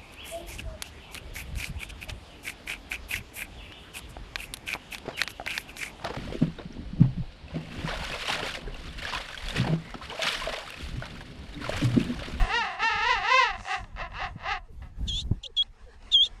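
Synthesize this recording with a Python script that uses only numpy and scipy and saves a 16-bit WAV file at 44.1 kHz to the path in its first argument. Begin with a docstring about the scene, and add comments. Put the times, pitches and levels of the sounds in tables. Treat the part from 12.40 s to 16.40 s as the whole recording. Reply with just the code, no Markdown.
"""An adult penguin close by brays in honking bursts; the two halves of its voice box buzz at slightly different
pitches and beat. Short runs of slow clicks and a hiss of air fall between honks. Its chick answers with four
thin, partly raspy whistles: gliding sines with a fluttering, hissing rasp. A colony murmurs far off (filtered
noise) with a few soft coos, small ticks sound, and light wind buffets the microphone as low, lumpy noise."""
import sys
import numpy as np
from scipy import signal
from scipy.fft import rfft, irfft
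from scipy.io import wavfile
from scipy.ndimage import uniform_filter1d

SR = 44100
rng = np.random.default_rng(int(sys.argv[2]) if len(sys.argv) > 2 else 0)


def output_pcm(signal):
    """Save a mono or channel-first signal as 16-bit PCM at the path in sys.argv[1].

    Samples are clipped to [-1, 1] before scaling.
    """
    pcm = np.clip(np.atleast_2d(signal).T, -1, 1) * 32767
    wavfile.write(sys.argv[1], SR, np.round(pcm).astype(np.int16))


N = 176400
T = np.arange(N) / SR  # time in s

# how throat and beak pass each pitch, for honks and clicks alike: f/Hz, relative level/dB
THROAT = [(180, -70.5), (300, -28), (416, -25), (545, -14.5), (747, -6), (880, -11.5), (1030, -3.5),
          (1150, -12.5), (1280, -6), (1460, -18.5), (1700, -7.5), (2050, -6.5), (2330, -21), (2680, -6.5),
          (3270, -21), (3670, -16), (4920, -21.5), (6400, -28.5), (8000, -39.5), (10000, -52.5),
          (11500, -75)]


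def undb(db):
    """Turn decibels into a gain."""
    return 10 ** (np.asarray(db) / 20)


def unit(x):
    """Scale to an rms level of 1."""
    return x / np.sqrt(np.mean(x ** 2))


def colour(x, points, size=4096):
    """Filter through (f/Hz, level/dB) points, with no sound ahead of its cause (minimum phase)."""
    hz, db = np.array(points, float).T
    bin_hz = np.arange(size // 2 + 1) * SR / size
    log_gain = np.interp(np.log(bin_hz + 1), np.log(hz), db) * np.log(10) / 20
    # fold the cepstrum forward in time
    cepstrum = irfft(log_gain)
    cepstrum[1:size // 2] *= 2
    cepstrum[size // 2 + 1:] = 0
    response = irfft(np.exp(rfft(cepstrum)))
    return signal.fftconvolve(x, response)[:len(x)]


def noise(points):
    """Coloured noise with an rms level of 1."""
    return unit(colour(rng.standard_normal(N), points))


def walk(rate):
    """Smooth random wandering: levels drawn rate times a second, slewed twice; rms 1."""
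    hold = int(SR / rate)
    steps = np.repeat(rng.standard_normal(N // hold + 1), hold)
    slewed = uniform_filter1d(uniform_filter1d(steps, hold), hold)
    return unit(slewed[:N])


def curve(table, silent=None):
    """Draw each column of a table as straight lines in time; silent is the value after the last row."""
    rows = np.array(table, float).T
    return [np.interp(T, rows[0], column, right=silent) for column in rows[1:]]


def buzz(phase, roll, rough):
    """A train of sharp pulses, each overtone weaker by exp(-roll); uneven and breathy when rough."""
    shimmer_db, breath_db = 6, -7  # both at a roughness of 1
    r, c = np.exp(-roll), np.cos(phase)
    # closed form of the sum of all overtones, scaled to an even level
    pulses = (r * c - r ** 2) / (1 - 2 * r * c + r ** 2)
    pulses = pulses * np.sqrt(2 * (1 - r ** 2)) / r
    breath = unit((1 + c) ** 2 * rng.standard_normal(N))  # puffs once a cycle
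    return pulses * undb(shimmer_db * rough * walk(200)) + rough * undb(breath_db) * breath


def adult():
    """Two buzzing voices share one throat; they slip quickly past unison and linger apart."""
    # centre pitches of the two voices: t/s, lower voice f/Hz, upper voice f/Hz
    voices = [(0, 362.8, 389), (.07, 330.6, 369.4), (.1, 367.4, 396.6), (.13, 441.7, 451.4),
              (.165, 471.8, 479.5), (.2, 460.4, 463.4), (.25, 382.3, 428.6), (.36, 331, 363.7),
              (.41, 399, 432.5), (.46, 457.2, 454.6), (.5, 435.7, 460.5), (.56, 406, 437.1),
              (.62, 424.5, 448), (.67, 461.4, 488.2), (.7, 493.3, 519.5), (.74, 463.1, 486),
              (.78, 385, 417.5), (.82, 353.9, 382.9), (.86, 405.1, 434.9), (.9, 464.4, 496.9),
              (.925, 505, 532), (.96, 518.9, 518), (.99, 515, 535), (1.02, 485.8, 510.5),
              (1.06, 440, 469.5), (1.1, 390.3, 415), (1.16, 344.4, 373.4), (1.285, 360, 384.1),
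              (1.33, 385.4, 414), (1.41, 342.6, 369.4), (1.6, 189.9, 193.9), (1.625, 347, 372.3),
              (1.68, 330.6, 357.4), (1.735, 185, 186), (1.76, 215.7, 217.5), (1.8, 257.4, 261.6),
              (1.82, 359.5, 402.5), (1.84, 370, 412.1), (1.91, 335, 367.3), (2.0, 120.6, 125.7),
              (2.045, 243.8, 300), (2.065, 352.8, 382.1), (2.11, 403.8, 432.5), (2.19, 348, 380.6),
              (2.44, 181.2, 184.4)]
    # loudness of the bray: t/s, level/dB
    bray = [(0.0, -31.5), (0.07, -37), (0.15, -22.5), (0.38, -40), (0.43, -23), (0.58, -28.5), (0.73, -21),
            (0.74, -25), (0.81, -32.5), (0.95, -17.5), (1.03, -20.5), (1.165, -39), (1.18, -57),
            (1.255, -56), (1.3, -29), (1.34, -26.5), (1.41, -44), (1.44, -58), (1.56, -61.5), (1.61, -32.5),
            (1.67, -41), (1.69, -54.5), (1.73, -53), (1.745, -38.5), (1.85, -29.5), (1.94, -64),
            (2.0, -50.5), (2.06, -33.5), (2.12, -25.5), (2.18, -38.5), (2.2, -56), (2.41, -94), (2.42, -55),
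            (2.46, -57), (2.52, -77)]
    low, high = curve(voices)
    db = curve(bray, -120)[0]

    # below -22 dB the voice weakens: it gets rougher and its pulses lose treble
    weak_db = np.clip(-22 - db, 0, 40)
    rough = np.minimum(.018 * (3.0 + weak_db), .28)
    pulse_top_hz = 6880  # overtones of a full voice fall by 1 / e over this span
    duller_per_db, duller_ref_hz = 0.5766, 406  # slower buzzing keeps more treble
    top_hz = pulse_top_hz * undb(-duller_per_db * weak_db * low / duller_ref_hz)

    jitter = 0.0414  # share of the pitch, at a roughness of 1
    a, b = (2 * np.pi * np.cumsum(hz * (1 + jitter * rough * walk(250))) / SR for hz in (low, high))
    beat = b - a
    # in radians: the voices push each other out of step, and both hurry and drag once a beat
    pull, sway_size, sway_lag = 0.51, .35, 1.5
    push = pull / 2 * np.sin(beat)
    sway = sway_size * np.sin(beat - sway_lag)
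    lower = buzz(a + sway - push, low / top_hz, rough)
    upper = undb(-0.5) * buzz(b + sway + push, high / top_hz, rough)
    voice = colour(lower + upper, THROAT)

    # even out the level, then set it by the table
    power = uniform_filter1d(uniform_filter1d(voice ** 2, size=3000), size=3000)
    steady = voice / np.sqrt(power)
    beat_db, beat_lag = 1, 2.63  # one shared air stream: swell once a beat; lag in radians
    return steady * undb(db + beat_db * np.cos(beat - beat_lag))


def wind():
    """Wind on the microphone: low lumpy rumble, a brighter buffet whose share varies, a few sudden thumps."""
    # strength of the wind: t/s, rumble level/dB before lumps, buffet level/dB relative to the rumble
    strength = [(0.0, -27.5, -14.5), (.16, -45.5, -7.5), (0.36, -62, 4), (0.59, -39.5, -16),
                (0.78, -34, -11.5), (0.9, -51, -19), (1.09, -36.5, -14), (1.29, -59.5, -2), (1.48, -43, -7),
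                (1.84, -47.5, -4), (2.32, -40, -17), (2.53, -45, -9), (2.63, -29.5, -10),
                (2.76, -34.5, -10.5), (2.95, -35, -3.5), (3.0, -43.5, -15), (3.61, -52, -19),
                (4.0, -49, -11)]
    # sudden thumps of wind: t/s, starting level/dB before softening
    bumps = [(0.56, -27.5), (1.96, -31), (2.609, -29.5), (2.678, -48), (2.914, -16.5)]
    # tone of the rumble: f/Hz, relative level/dB
    rumble_tone = [(12, -11.5), (25, 5.5), (50, 0), (85, -7.5), (130, -30), (300, -62.5)]
    # tone of the buffet: f/Hz, relative level/dB
    buffet_tone = [(40, -35.5), (90, 9.5), (150, 1), (250, -7.5), (500, -23.5), (1000, -30.5),
                   (4000, -90.5)]
    thump_t60_s = 0.04  # time to fall by 60 dB

    db, bright_db = curve(strength)
    lumps = unit(walk(29.86) + walk(9.9))
    thumps = sum((T > s) * undb(peak_db - 60 * np.abs(T - s) / thump_t60_s) for s, peak_db in bumps)
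    thumps = uniform_filter1d(thumps, size=200)  # soften the onsets
    rumble = noise(rumble_tone) * undb(db + 4.6 * lumps)
    buffet = noise(buffet_tone) * (undb(db + bright_db + 4 * lumps) + thumps)
    return rumble + buffet


def colony():
    """Distant birds blur into third-octave bands of noise, swelling together, each flickering a little."""
    # tone of the murmur: f/Hz, relative level/dB
    murmur_tone = [(120, -45), (200, -14), (280, -18), (340, -19.5), (504, -16), (600, -22), (744, -14.5),
                   (1340, -21.5), (1850, -20.5), (2840, -26), (4920, -30.5), (9000, -38.5), (11000, -51.5),
                   (13000, -67.5)]
    # loudness of the murmur before swells: t/s, level/dB
    murmur_level = [(0, -45), (1.5, -63), (2.4, -64.5), (3.3, -61), (3.7, -58.5)]
    flicker_db, swell_db = 1.5, 3.1  # typical sizes; the flicker shrinks above 2500 Hz

    bed, out = noise(murmur_tone), 0
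    edges = 150 * 2 ** (np.arange(21) / 3)  # Hz
    for lo, hi in zip(edges, edges[1:]):
        band = signal.sosfilt(signal.butter(2, [lo, hi], "band", fs=SR, output="sos"), bed)
        out = out + band * undb(flicker_db * walk(24.87) * min(1, 2500 / hi))
    return unit(out) * undb(curve(murmur_level)[0] + swell_db * walk(25))


def small_sounds():
    """Coos are sines that rise and fade while their pitch sags; ticks are quickly fading noise."""
    # short soft coos farther off: t/s, length/s, starting f/Hz, peak level/dB
    coo_rows = [(0.158, 0.11, 224, -46.5), (1.167, 0.053, 227, -48.5), (2.279, 0.046, 476, -53.5),
                (3.036, 0.063, 564, -50.5), (3.095, 0.016, 463, -47.5), (3.457, 0.055, 523, -49.5),
                (3.863, 0.013, 520, -47.5)]
    # small dull ticks: t/s, starting level/dB
    tick_rows = [(3.228, -43.5), (3.541, -57.5), (3.625, -51.5)]
    # tone of a tick: f/Hz, relative level/dB
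    tick_tone = [(300, -28.5), (900, 6.5), (2500, -2.5), (5000, -3), (13000, -34.5)]
    coo_sag = 0.25  # share of its pitch that a coo loses by its end
    tick_t60_s = 0.03  # time to fall by 60 dB

    coos, ticks = np.zeros(N), np.zeros(N)
    for s, length, hz, db in coo_rows:
        u = np.clip((T - s) / length, 0, 1)  # 0 to 1 through the coo
        phase = 2 * np.pi * hz * length * (u - coo_sag * u ** 3 / 3)
        coos += undb(db) * np.sin(np.pi * u) * np.sin(phase)
    for s, db in tick_rows:
        ticks += (T > s) * undb(db - 60 * np.abs(T - s) / tick_t60_s)
    return coos + ticks * noise(tick_tone)


def creaks():
    """Slow voice-box clicks, sharp pulses with a noisy ring through the throat; plus air hissing in the beak."""
    # runs of clicks: t/s, clicks, clicks per s, first and last peak level/dB before the ring
    runs = [(1.178, 4, 100, -37, -35), (1.231, 2, 92.5, -43, -40), (1.2527, 4, 97, -31, -27),
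            (1.442, 1, 100, -36, -36), (1.5625, 5, 107, -38.5, -28.5), (1.707, 2, 78, -48, -39),
            (2.001, 3, 61, -42.5, -41.5), (2.422, 2, 105, -43.5, -46)]
    # air hissing between two honks: t/s, level/dB
    hiss_level = [(1.12, -75), (1.2, -59.5), (1.33, -50), (1.45, -70.5), (1.55, -95.5)]
    # tone of the hiss: f/Hz, relative level/dB
    hiss_tone = [(2500, -21), (6000, 3.5), (9000, -6.5), (12500, -29)]
    ring_t60_s, ring_db = 0.026, -16  # time to fall by 60 dB; level against the pulse before filtering
    click_top_hz = 2471  # a gentle treble roll-off starts here

    pulses = np.zeros(N)
    for s, count, rate, first_db, last_db in runs:
        k = np.arange(round(count))
        pulses[((s + k / rate) * SR).astype(int)] = undb(np.linspace(first_db, last_db, len(k)))
    fading = signal.lfilter([1], [1, -undb(-60 / ring_t60_s / SR)], pulses)
    ring = fading * rng.standard_normal(N)

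    def soften(x):
        """Dull the clicks, then pass them through the throat."""
        dulled = signal.lfilter([1], [1, -np.exp(-2 * np.pi * click_top_hz / SR)], x)
        return colour(dulled, THROAT)

    one_click_peak = np.abs(soften(1. * (T == 0))).max()
    clicks = soften(undb(ring_db) * ring - pulses) / one_click_peak
    return clicks + noise(hiss_tone) * undb(curve(hiss_level)[0])


def chick():
    """A gliding whistle with weak overtones; the rasp is a fast, uneven flutter on it plus hiss."""
    # first three whistles, one table each: t/s, f/Hz before smoothing, level/dB, hiss level/dB of the rasp
    chirps = [
        [(2.665, 4300, -74.5, -73), (2.683, 3550, -33.5, -45), (2.697, 3420, -29.5, -48),
         (2.707, 3260, -33, -59), (2.733, 3224, -33, -54), (2.758, 3400, -31.5, -49.5),
         (2.799, 3625, -31, -47.5), (2.815, 4360, -45, -46.5), (2.835, 3750, -55, -72)],
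        [(3.03, 3440, -84, -60), (3.038, 3440, -34.5, -50.5), (3.056, 2730, -42.5, -63),
         (3.064, 3470, -32, -53), (3.07, 4070, -43, -67), (3.08, 3950, -71, -77)],
        [(3.16, 3155, -104, -88), (3.168, 3520, -30, -51), (3.18, 3327, -23, -50.5), (3.208, 3293, -20.5, -70),
         (3.224, 3354, -23.5, -105), (3.229, 3500, -61, -82)],
    ]
    # upward end of the third whistle, same columns: t/s, f/Hz, level/dB, hiss level/dB
    flick = [(3.222, 3330, -57, -82), (3.224, 3710, -36, -74), (3.231, 4090, -44.5, -74.5),
             (3.242, 4450, -71, -95)]
    # fourth whistle, same columns: t/s, f/Hz, level/dB, hiss level/dB
    last_chirp = [(3.712, 3420, -57, -66), (3.718, 3770, -30.5, -51), (3.731, 3710, -25, -42),
                  (3.749, 3324, -14, -70), (3.769, 3200, -18, -88), (3.789, 3166, -22, -90),
                  (3.81, 3233, -17.5, -103), (3.833, 3424, -18.5, -53), (3.855, 3800, -32.5, -45.5),
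                  (3.868, 3170, -34, -48.5), (3.89, 3420, -68, -74.5)]
    # octave overtone of each of these five in turn: level/dB relative to the whistle
    octaves_db = [-19, -21, -37.5, -18.5, -33]
    # tone of the hiss: f/Hz, relative level/dB
    rasp_tone = [(2000, -26), (2700, -8), (3400, -10.5), (4300, -15.5), (5000, -1), (6000, 5), (7400, 2),
                 (8500, -18.5), (9300, -8.5), (10000, -10), (11500, -31.5)]
    # how the beak passes the flutter: f/Hz, level/dB
    beak = [(2200, -40), (2750, -3), (3400, 0.5), (4200, 0.5), (5000, -42)]
    third_db, third_fall_db_per_khz = -14, 34.5  # third harmonic against the octave; falls above 3.35 kHz
    flutter_hz, flutter_spread = 820, .14  # centre rate and its wandering, as a share
    flutter_db, octave_flutter_db = 13.5, -11  # gains against the hiss
    wobble = 1  # typical shake in radians when the rasp is as loud as the whistle

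    out, hiss, shake = 0, noise(rasp_tone), walk(970)
    flutter_rate = flutter_hz * (1 + flutter_spread * walk(600))
    flutter = np.cos(2 * np.pi * np.cumsum(flutter_rate) / SR)
    for rows, octave_db in zip(chirps + [flick, last_chirp], octaves_db):
        start, end = rows[0][0], rows[-1][0]
        hz, db, rasp_db = curve(rows)
        hz = uniform_filter1d(hz, size=int((end - start) * SR / 10))  # round the corners of the glide
        raspiness = np.sqrt(np.minimum(undb(rasp_db - db), 1))
        phase = 2 * np.pi * np.cumsum(hz) / SR + wobble * shake * raspiness

        octave = undb(octave_db) * np.sin(2 * phase)
        third_fall_db = third_fall_db_per_khz * np.maximum(hz / 1000 - 3.35, 0)
        third = undb(octave_db + third_db - third_fall_db) * np.sin(3 * phase)
        tone = undb(db) * (np.sin(phase) + octave + third)

        rasp = hiss + undb(flutter_db) * colour(flutter * np.sin(phase), beak)
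        rasp = rasp + undb(octave_flutter_db) * flutter * np.sin(2 * phase)
        on = (T > start) & (T < end)
        out = out + on * (np.sqrt(2) * tone + undb(rasp_db) * rasp)
    return out


def scene():
    """Open ground: all sources add up with no echo."""
    return (adult() + creaks() + chick() + small_sounds() + colony() + wind())[None]


def record(dry):
    """The recorder cuts the top: a steep low-pass filter at 13090 Hz."""
    return signal.sosfilt(signal.ellip(8, .2, 70, 13090, fs=SR, output="sos"), dry)


dry = scene()
out = record(dry)
output_pcm(out)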